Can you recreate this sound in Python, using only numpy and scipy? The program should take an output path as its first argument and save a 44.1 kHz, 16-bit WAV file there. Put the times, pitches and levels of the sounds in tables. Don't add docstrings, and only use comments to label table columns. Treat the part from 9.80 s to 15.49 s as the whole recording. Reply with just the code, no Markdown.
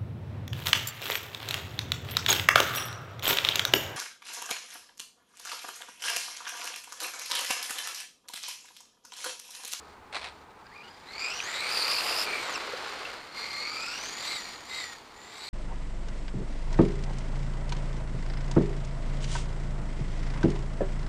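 import sys
import numpy as np
from scipy import signal
from scipy.fft import rfft, irfft
from scipy.io import wavfile

SR = 44100
rng = np.random.default_rng(int(sys.argv[2]) if len(sys.argv) > 2 else 0)


def to_wav(s):
    ch = np.atleast_2d(s).T
    pcm = np.round(np.clip(ch, -1, 1) * 32767)
    wavfile.write(sys.argv[1], SR, pcm.astype(np.int16))


N = 250908
TIME = np.arange(N) / SR

SPUR_TEETH = 50
CRUISE_HZ = 4300
# [f/Hz, relative level per Hz/dB]
CHASSIS_COLOUR = [(400, -5), (1500, -4.5), (3600, 0.5), (5000, -15), (5400, -25), (9000, -49), (15000, -51)]
# [centre f/Hz, width/Hz, level/dB]
HOUSING_MODES = [(2350, 500, -6), (4270, 200, 0), (4700, 280, 1.5), (5800, 300, -10), (7000, 250, -11)]


def undb(db):
    return 10 ** (np.asarray(db) / 20)


def unit(x):
    return x / np.sqrt(np.mean(np.abs(x) ** 2))


def curves(table):
    s, *columns = np.transpose(table)
    return [np.interp(TIME, s, column) for column in columns]


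def swell(start, end, amount, attack, release):
    rise = (TIME - start) / attack
    fall = 1 - (TIME - end) / release
    return amount * np.clip(np.minimum(rise, fall), 0, 1)


def colour(x, points):
    hz, db = np.transpose(points)
    octave = np.log2(np.fft.rfftfreq(N, 1 / SR) + 1)
    low_cut = np.minimum(2 ** octave / hz[0], 1) ** 2
    gain = undb(np.interp(octave, np.log2(hz), db)) * low_cut
    return unit(irfft(rfft(x) * gain, N))


def response(hz, modes):
    power = 0
    for centre, width, db in modes:
        power = power + undb(2 * db) / (1 + ((hz - centre) / (width * 0.5)) ** 2) ** 2
    return np.sqrt(power)


def resonate(x, modes):
    gain = response(np.fft.rfftfreq(N, 1 / SR), modes)
    return unit(irfft(rfft(x) * gain, N))


def wander(rate_hz):
    hz = np.fft.rfftfreq(N, 1 / SR)
    return unit(irfft(rfft(rng.standard_normal(N)) / (1 + (hz / rate_hz) ** 2), N))


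def grains(per_second, spread_db):
    struck = rng.random(N) < per_second / SR
    strength_db = spread_db * np.minimum(rng.exponential(size=N), 4)
    return struck * rng.standard_normal(N) * undb(strength_db)


def throb(turns, peak_db):
    bind = np.cos(np.pi * turns) ** 6
    return unit(undb(peak_db * bind + 1.7 * wander(92)))


def mesh_tone(cycles, rough, width_hz):
    smear = unit(wander(width_hz) + 1j * wander(width_hz))
    tone = np.real((1 + rough * smear) * np.exp(2j * np.pi * cycles))
    return unit(tone / np.hypot(1, rough))


def car():
    # [t/s, spur tooth rate f/Hz]
    speed = [(0.78, 628), (0.87, 801), (0.915, 878), (0.96, 1203), (1.015, 1210), (1.04, 1438),
             (1.08, 1442), (1.1, 1622), (1.19, 1638), (1.29, 2011), (1.4, 2364), (1.5, 2503), (1.55, 2866),
             (1.63, 2986), (1.68, 3544), (1.78, 3820), (1.82, 4090), (1.89, 4286), (1.925, 4822),
             (1.975, 4855), (2.02, 4623), (2.09, 4884), (2.17, 4801), (2.25, 5066), (2.285, 4953),
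             (2.44, 5103), (2.47, 4375), (2.6, 4204), (2.72, 3470), (2.76, 2607), (2.8, 2001), (3.55, 2147),
             (3.75, 2105), (3.87, 2214), (3.97, 2356), (4.11, 2643), (4.42, 3605), (4.5, 4024),
             (4.57, 3850), (4.6, 3486), (4.84, 3393), (4.9, 3780), (5, 3828), (5.05, 3568), (5.22, 3255),
             (5.58, 3845), (5.69, 3984)]
    # [start t/s, end t/s, load/dB, attack/s, release/s]
    pushes = [(-0.05, 0.133, 8, .04, 0.047), (0.493, 0.622, 6.5, 0.036, 0.02),
              (0.773, 1.085, 3, 0.031, 0.15), (1.28, 2.429, 2.5, 0.035, .03),
              (1.369, 2.42, 3, 0.029, 0.047), (1.884, 1.996, 1, .03, 0.29), (2.718, 2.755, 1, 0.037, 0.013),
              (3.539, 4.654, 11, 0.04, 0.28), (4.417, 4.57, 2, 0.056, 0.041), (4.83, 5.032, 13, 0.12, 0.24),
              (5.356, 5.697, 12.5, 0.35, 0.049)]
    # [start t/s, end t/s, rise over rolling/dB, attack/s, release/s]
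    skid = (2.47, 3.302, 6.86, 0.35, 0.14)
    # [start t/s, end t/s, level/dB, attack/s, release/s]
    freewheel = [(1.1, 1.275, -8, 0.087, 0.016), (2.438, 2.71, -3, 0.018, 0.023),
                 (2.76, 3.504, -6, 0.035, 0.04), (4.587, 4.863, -5, 0.047, 0.057),
                 (5.14, 5.326, -14, 0.04, 0.053)]
    # [start t/s, end t/s, gain, attack/s, release/s]
    roll_off = (.77, 1.22, 1, .03, .08)

    tooth_hz, = curves(speed)
    octaves = np.log2(tooth_hz / CRUISE_HZ)
    load_db = sum(swell(*push) for push in pushes)
    skid_db = swell(*skid)
    slack_db = sum(swell(*pause) for pause in freewheel)
    teeth = np.cumsum(tooth_hz * (1 + .004 * wander(25))) / SR

    tones = whine(teeth, tooth_hz, load_db) * undb(6 * octaves + slack_db)
    knocking = undb(-24.5 + load_db + 6 * octaves) * rattle(teeth)
    rasping = undb(-35 + 1.86 * load_db + 6 * octaves) * rasp(teeth)
    shake = undb(0.74 * skid_db)
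    creeping = crawl(teeth, tooth_hz) * swell(*roll_off)
    hissing = sizzle(teeth) * undb(-42 + 51 * octaves + load_db)
    gears = tones + (knocking + rasping) * shake + creeping + hissing
    rolling = tyres() * undb(-20 + 3.5 * octaves + 0.41 * load_db + skid_db)
    return gears, rolling


def whine(teeth, tooth_hz, load_db):
    # [centre f/Hz, width/Hz, level/dB]
    radiation = [(1260, 1200, -1.5), (2030, 950, 1), (2500, 520, 5), (2790, 330, -2.5), (3893, 360, 2),
                 (4323, 180, -3), (4690, 600, -1.5), (5140, 240, -5.5), (5660, 2200, -5.5),
                 (6900, 2600, -11), (9100, 620, -12.5)]
    # [centre f/Hz, width/Hz, level/dB]
    flare = [(4880, 280, 8.5), (7450, 850, 0)]
    # [centre f/Hz, width/Hz, level/dB]
    axle = [(1366, 380, 0.5), (1870, 650, -3), (2370, 370, 2), (2840, 980, -1)]
    # [t/s, roughness 0-1]
    roughness = [(1, .3), (1.5, .6), (1.85, .8), (2.03, .9), (2.12, .65), (2.4, .5), (2.55, .8), (2.75, .2),
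                 (3.6, .3), (3.8, .22), (4.3, .68), (4.55, .25), (5.02, .15), (5.5, .4)]
    # [t/s, view from 0 side to 1 behind]
    facing = [(2.6, 0.039), (3.25, 0.96)]
    # [start t/s, end t/s, level/dB, attack/s, release/s]
    surges = [(1.274, 1.45, 2.5, .02, .1), (1.911, 1.98, 2.5, 0.023, 0.027),
              (2.08, 2.126, 6.5, 0.016, 0.047), (2.27, 2.306, 6.5, 0.019, .02),
              (2.351, 2.42, 6.5, .02, .02), (2.739, 2.756, 7, 0.013, .012), (3.7, 3.86, 4.5, .05, 0.047),
              (4.429, 4.569, 1.5, 0.032, .03), (4.89, 5.03, 2, 0.028, .12), (5.56, 5.692, 1, .025, 0.028)]
    # [start t/s, end t/s, level/dB, attack/s, release/s]
    bites = [(1.61, 1.89, 7, 0.059, 0.034), (2.46, 2.62, 7.5, .03, 0.058), (3.564, 4.131, 6, .04, 0.06),
             (4.46, 4.62, 6.5, 0.045, .04), (4.881, 5.03, 11, 0.035, .16)]
    pinion_teeth, final_ratio = 11, 0.542

    turns = teeth / SPUR_TEETH
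    rough, = curves(roughness)
    away = undb(-6.5 * curves(facing)[0])
    bind_db = 5.2 * np.minimum(3400 / tooth_hz, 1) ** 1.2
    shudder_hz = 75 * rough * tooth_hz / CRUISE_HZ * wander(90)
    chatter = 2.1 * rough + 2 * (tooth_hz / 5000) ** 12
    contact = undb(1.5 * np.minimum(1400 / tooth_hz, 1) ** 4 * wander(16))
    swung = teeth + .09 * np.sin(2 * np.pi * turns) + np.cumsum(shudder_hz) / SR
    strands = unit(1 + .8 * rough * mesh_tone(teeth / pinion_teeth, rough=1.5, width_hz=90))

    first = away * response(tooth_hz, radiation) * mesh_tone(swung, 1.3 * rough, width_hz=170)
    second = response(2 * tooth_hz, radiation) * mesh_tone(2 * swung, 2.1 * rough, width_hz=220)
    third = mesh_tone(3 * swung, rough=2.5, width_hz=330)
    fourth = mesh_tone(4 * swung, rough=8, width_hz=900)
    upper = resonate(third + .5 * fourth, flare)
    fundamental = undb(-24 + 1.2 * load_db) * first
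    overtones = (undb(-19.5) * second + undb(-37) * upper) * undb(0.8 * load_db)
    spur = (fundamental + overtones) * strands * throb(turns, bind_db) * contact

    final = mesh_tone(final_ratio * teeth, chatter, width_hz=280)
    final = resonate(final, axle) * throb(turns / 2, peak_db=8)
    surge_db = sum(swell(*surge) for surge in surges)
    bite_db = sum(swell(*bite) for bite in bites)
    return undb(surge_db) * spur + undb(-27 + 0.31 * load_db + bite_db) * final


def rattle(teeth):
    # [centre f/Hz, width/Hz, level/dB]
    chassis_modes = [(1176, 790, -0.5), (2150, 730, 0.5), (3070, 600, -10), (4290, 2050, -0.5),
                     (5930, 590, -9.5), (7100, 1400, -7.5), (8980, 960, -10)]
    # [centre f/Hz, width/Hz, level/dB]
    tick = [(12200, 2600, -19)]
    contact = np.exp(-(teeth % 1) / 0.18)
    blows = contact * rng.standard_normal(N) * throb(teeth / SPUR_TEETH, peak_db=1)
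    return unit(resonate(blows, chassis_modes + tick) + undb(-12) * colour(blows, CHASSIS_COLOUR))


def rasp(teeth):
    sidebands = mesh_tone(teeth, rough=15, width_hz=600)
    sidebands = sidebands + 1.3 * mesh_tone(2 * teeth, rough=9, width_hz=2100)
    return resonate(sidebands, HOUSING_MODES) * throb(teeth / SPUR_TEETH, peak_db=-2)


def crawl(teeth, tooth_hz):
    overtones = sum(mesh_tone(k * teeth, rough=3, width_hz=260) / k for k in (3, 4, 5))
    fade = np.minimum(1300 / tooth_hz, 1) ** 4
    return resonate(overtones, HOUSING_MODES) * undb(-45) * fade


def sizzle(teeth):
    # [f/Hz, relative level per Hz/dB]
    hiss = [(2000, -5), (4600, 5), (6500, 0), (7450, 17), (8400, 9), (9500, 17), (10800, 4), (12800, 13),
            (14000, 4), (15200, 0)]
    return colour(rng.standard_normal(N), hiss) * throb(teeth / SPUR_TEETH, peak_db=9)


def sags():
    # [start t/s, end t/s, from f/Hz, to f/Hz, level at 1 m/dB]
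    strands = [(1.97, 2.07, 4650, 4240, -17.5), (2.13, 2.198, 4620, 4260, -19)]
    fade_s = .02
    out = 0
    for start, end, from_hz, to_hz, db in strands:
        cycles = np.cumsum(np.interp(TIME, [start, end], [from_hz, to_hz])) / SR
        strand = mesh_tone(cycles, rough=1.2, width_hz=130)
        out = out + swell(start, end, undb(db), fade_s, fade_s) * strand
    return out


def tyres():
    # [f/Hz, relative level per Hz/dB]
    tread = [(100, -26), (210, -14.5), (330, -3.5), (480, 1.5), (800, 0), (1300, 3.5), (1700, 0.5),
             (2600, -3), (3300, -6), (5000, -10), (6500, -19.5), (9500, -28), (12000, -49), (15000, -43)]
    return colour(grains(per_second=11000, spread_db=1.0), tread) * undb(1.17 * wander(25))


def hollow():
    # [t/s, centre f/Hz, level at 1 m/dB]
    glide = [(1.7, 1497, -45), (2.08, 1250, -23), (2.25, 780, -24.5), (2.38, 703.6, -27.5),
             (2.47, 490, -27.5), (2.66, 367.8, -35), (2.95, 500.6, -33), (3.4, 516, -48)]
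    centre_hz, db = curves(glide)
    band = unit(wander(130) + 1j * wander(130))
    carrier = np.exp(2j * np.pi * np.cumsum(centre_hz) / SR)
    return unit(np.real(band * carrier)) * undb(db)


def knocks():
    # [t/s, ring's peak level/dB, ring f/Hz, width/Hz, 60 dB decay/s]
    blows = [(0.866, -49, 4800, 600, 0.018), (1.602, -23.5, 2450, 1400, .011),
             (1.972, -22, 4740, 594, 0.036), (2.473, -31, 2350, 500, 0.023),
             (2.935, -33, 510, 109.9, 0.051), (3.252, -32, 2692, 1800, 0.038)]
    attack_s = 0.0012
    out = 0
    crack = colour(rng.standard_normal(N), CHASSIS_COLOUR)
    for s, db, hz, width, t60 in blows:
        rise = np.clip((TIME - s) / attack_s, 0, 1)
        age = np.maximum(TIME - s - attack_s, 0)
        ring = mesh_tone(hz * TIME, rough=.5, width_hz=width / 2)
        out = out + rise * undb(db - 60 * age / t60) * (ring + undb(-9) * crack)
    return out


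def grit():
    # [t/s, level before colouring/dB, 60 dB decay/s]
    stones = [(0.328, -32, 0.0054), (0.338, -35, 0.01), (0.3456, -27.5, 0.02), (0.356, -34, 0.025),
              (0.3669, -27.5, 0.018), (0.444, -31.5, 0.026)]
    # [start t/s, end t/s, rise over the resting shoe/dB, attack/s, release/s]
    scuffs = [(0.321, 0.343, 26.5, .007, 0.018), (0.324, 0.372, 34, 0.027, 0.12),
              (0.364, 0.468, 29.5, 0.05, 0.11), (0.69, 0.706, 11, 0.024, 0.024)]
    # [f/Hz, relative level per Hz/dB]
    sole = [(250, -20), (400, -7.5), (800, -1), (1700, -4), (2310, 0.5), (3000, -6.5), (4100, -2),
            (5000, -11.5), (6400, -19.5), (9000, -19.5), (14000, -53)]
    press_db = -69.5 + np.max([swell(*stroke) for stroke in scuffs], axis=0)
    scrape = unit(grains(per_second=6000, spread_db=2)) * undb(press_db)
    noise = rng.standard_normal(N)
    for s, db, t60 in stones:
        age = TIME - s
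        decay = np.exp(-np.log(1000) * np.abs(age) / t60)
        scrape = scrape + (age >= 0) * undb(db) * decay * noise
    return colour(scrape, sole) * np.std(scrape)


def background():
    # [f/Hz, relative level per Hz/dB]
    traffic_colour = [(22, -7), (75, -4.5), (130, -6), (250, -5.5), (450, -2), (600, -8), (870, 1.5),
                      (1200, -5), (2500, -17), (4500, -36), (6000, -30), (9200, -32), (12500, -42),
                      (15000, -32)]
    # [t/s, level/dB]
    road_level = [(0, -79), (3, -65), (4.5, -59.5), (5.69, -69.5)]
    # [t/s, level/dB]
    idle_level = [(0, -64.5), (0.55, -63.5), (0.9, -70), (1.5, -75), (5.69, -100)]
    traffic = colour(rng.standard_normal(N), traffic_colour) * undb(-52.5 + .5 * wander(2.1))
    road = resonate(rng.standard_normal(N), [(280, 240, 0)]) * undb(curves(road_level)[0])
    engine = mesh_tone(71.5 * TIME, rough=1.6, width_hz=9)
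    return traffic + road + engine * undb(curves(idle_level)[0])


def scene():
    # [t/s, distance/m]
    path = [(1.1, 27), (1.45, 11), (1.7, 11.1), (2, 8.65), (2.5, 7.5), (3, 9), (3.5, 13.65), (4.5, 21.24),
            (5.69, 36.4)]
    distance_m, = curves(path)
    gears, rolling = car()
    ground = undb(-0.2158 * distance_m)
    passing = (gears + sags() + hollow() + rolling * ground) / distance_m
    return (passing + knocks() + grit() + background())[None]


def record(dry):
    low_pass = signal.ellip(8, .2, 70, 15300, fs=SR, output="sos")
    return signal.sosfilt(low_pass, dry)


dry = scene()
out = record(dry)
to_wav(out)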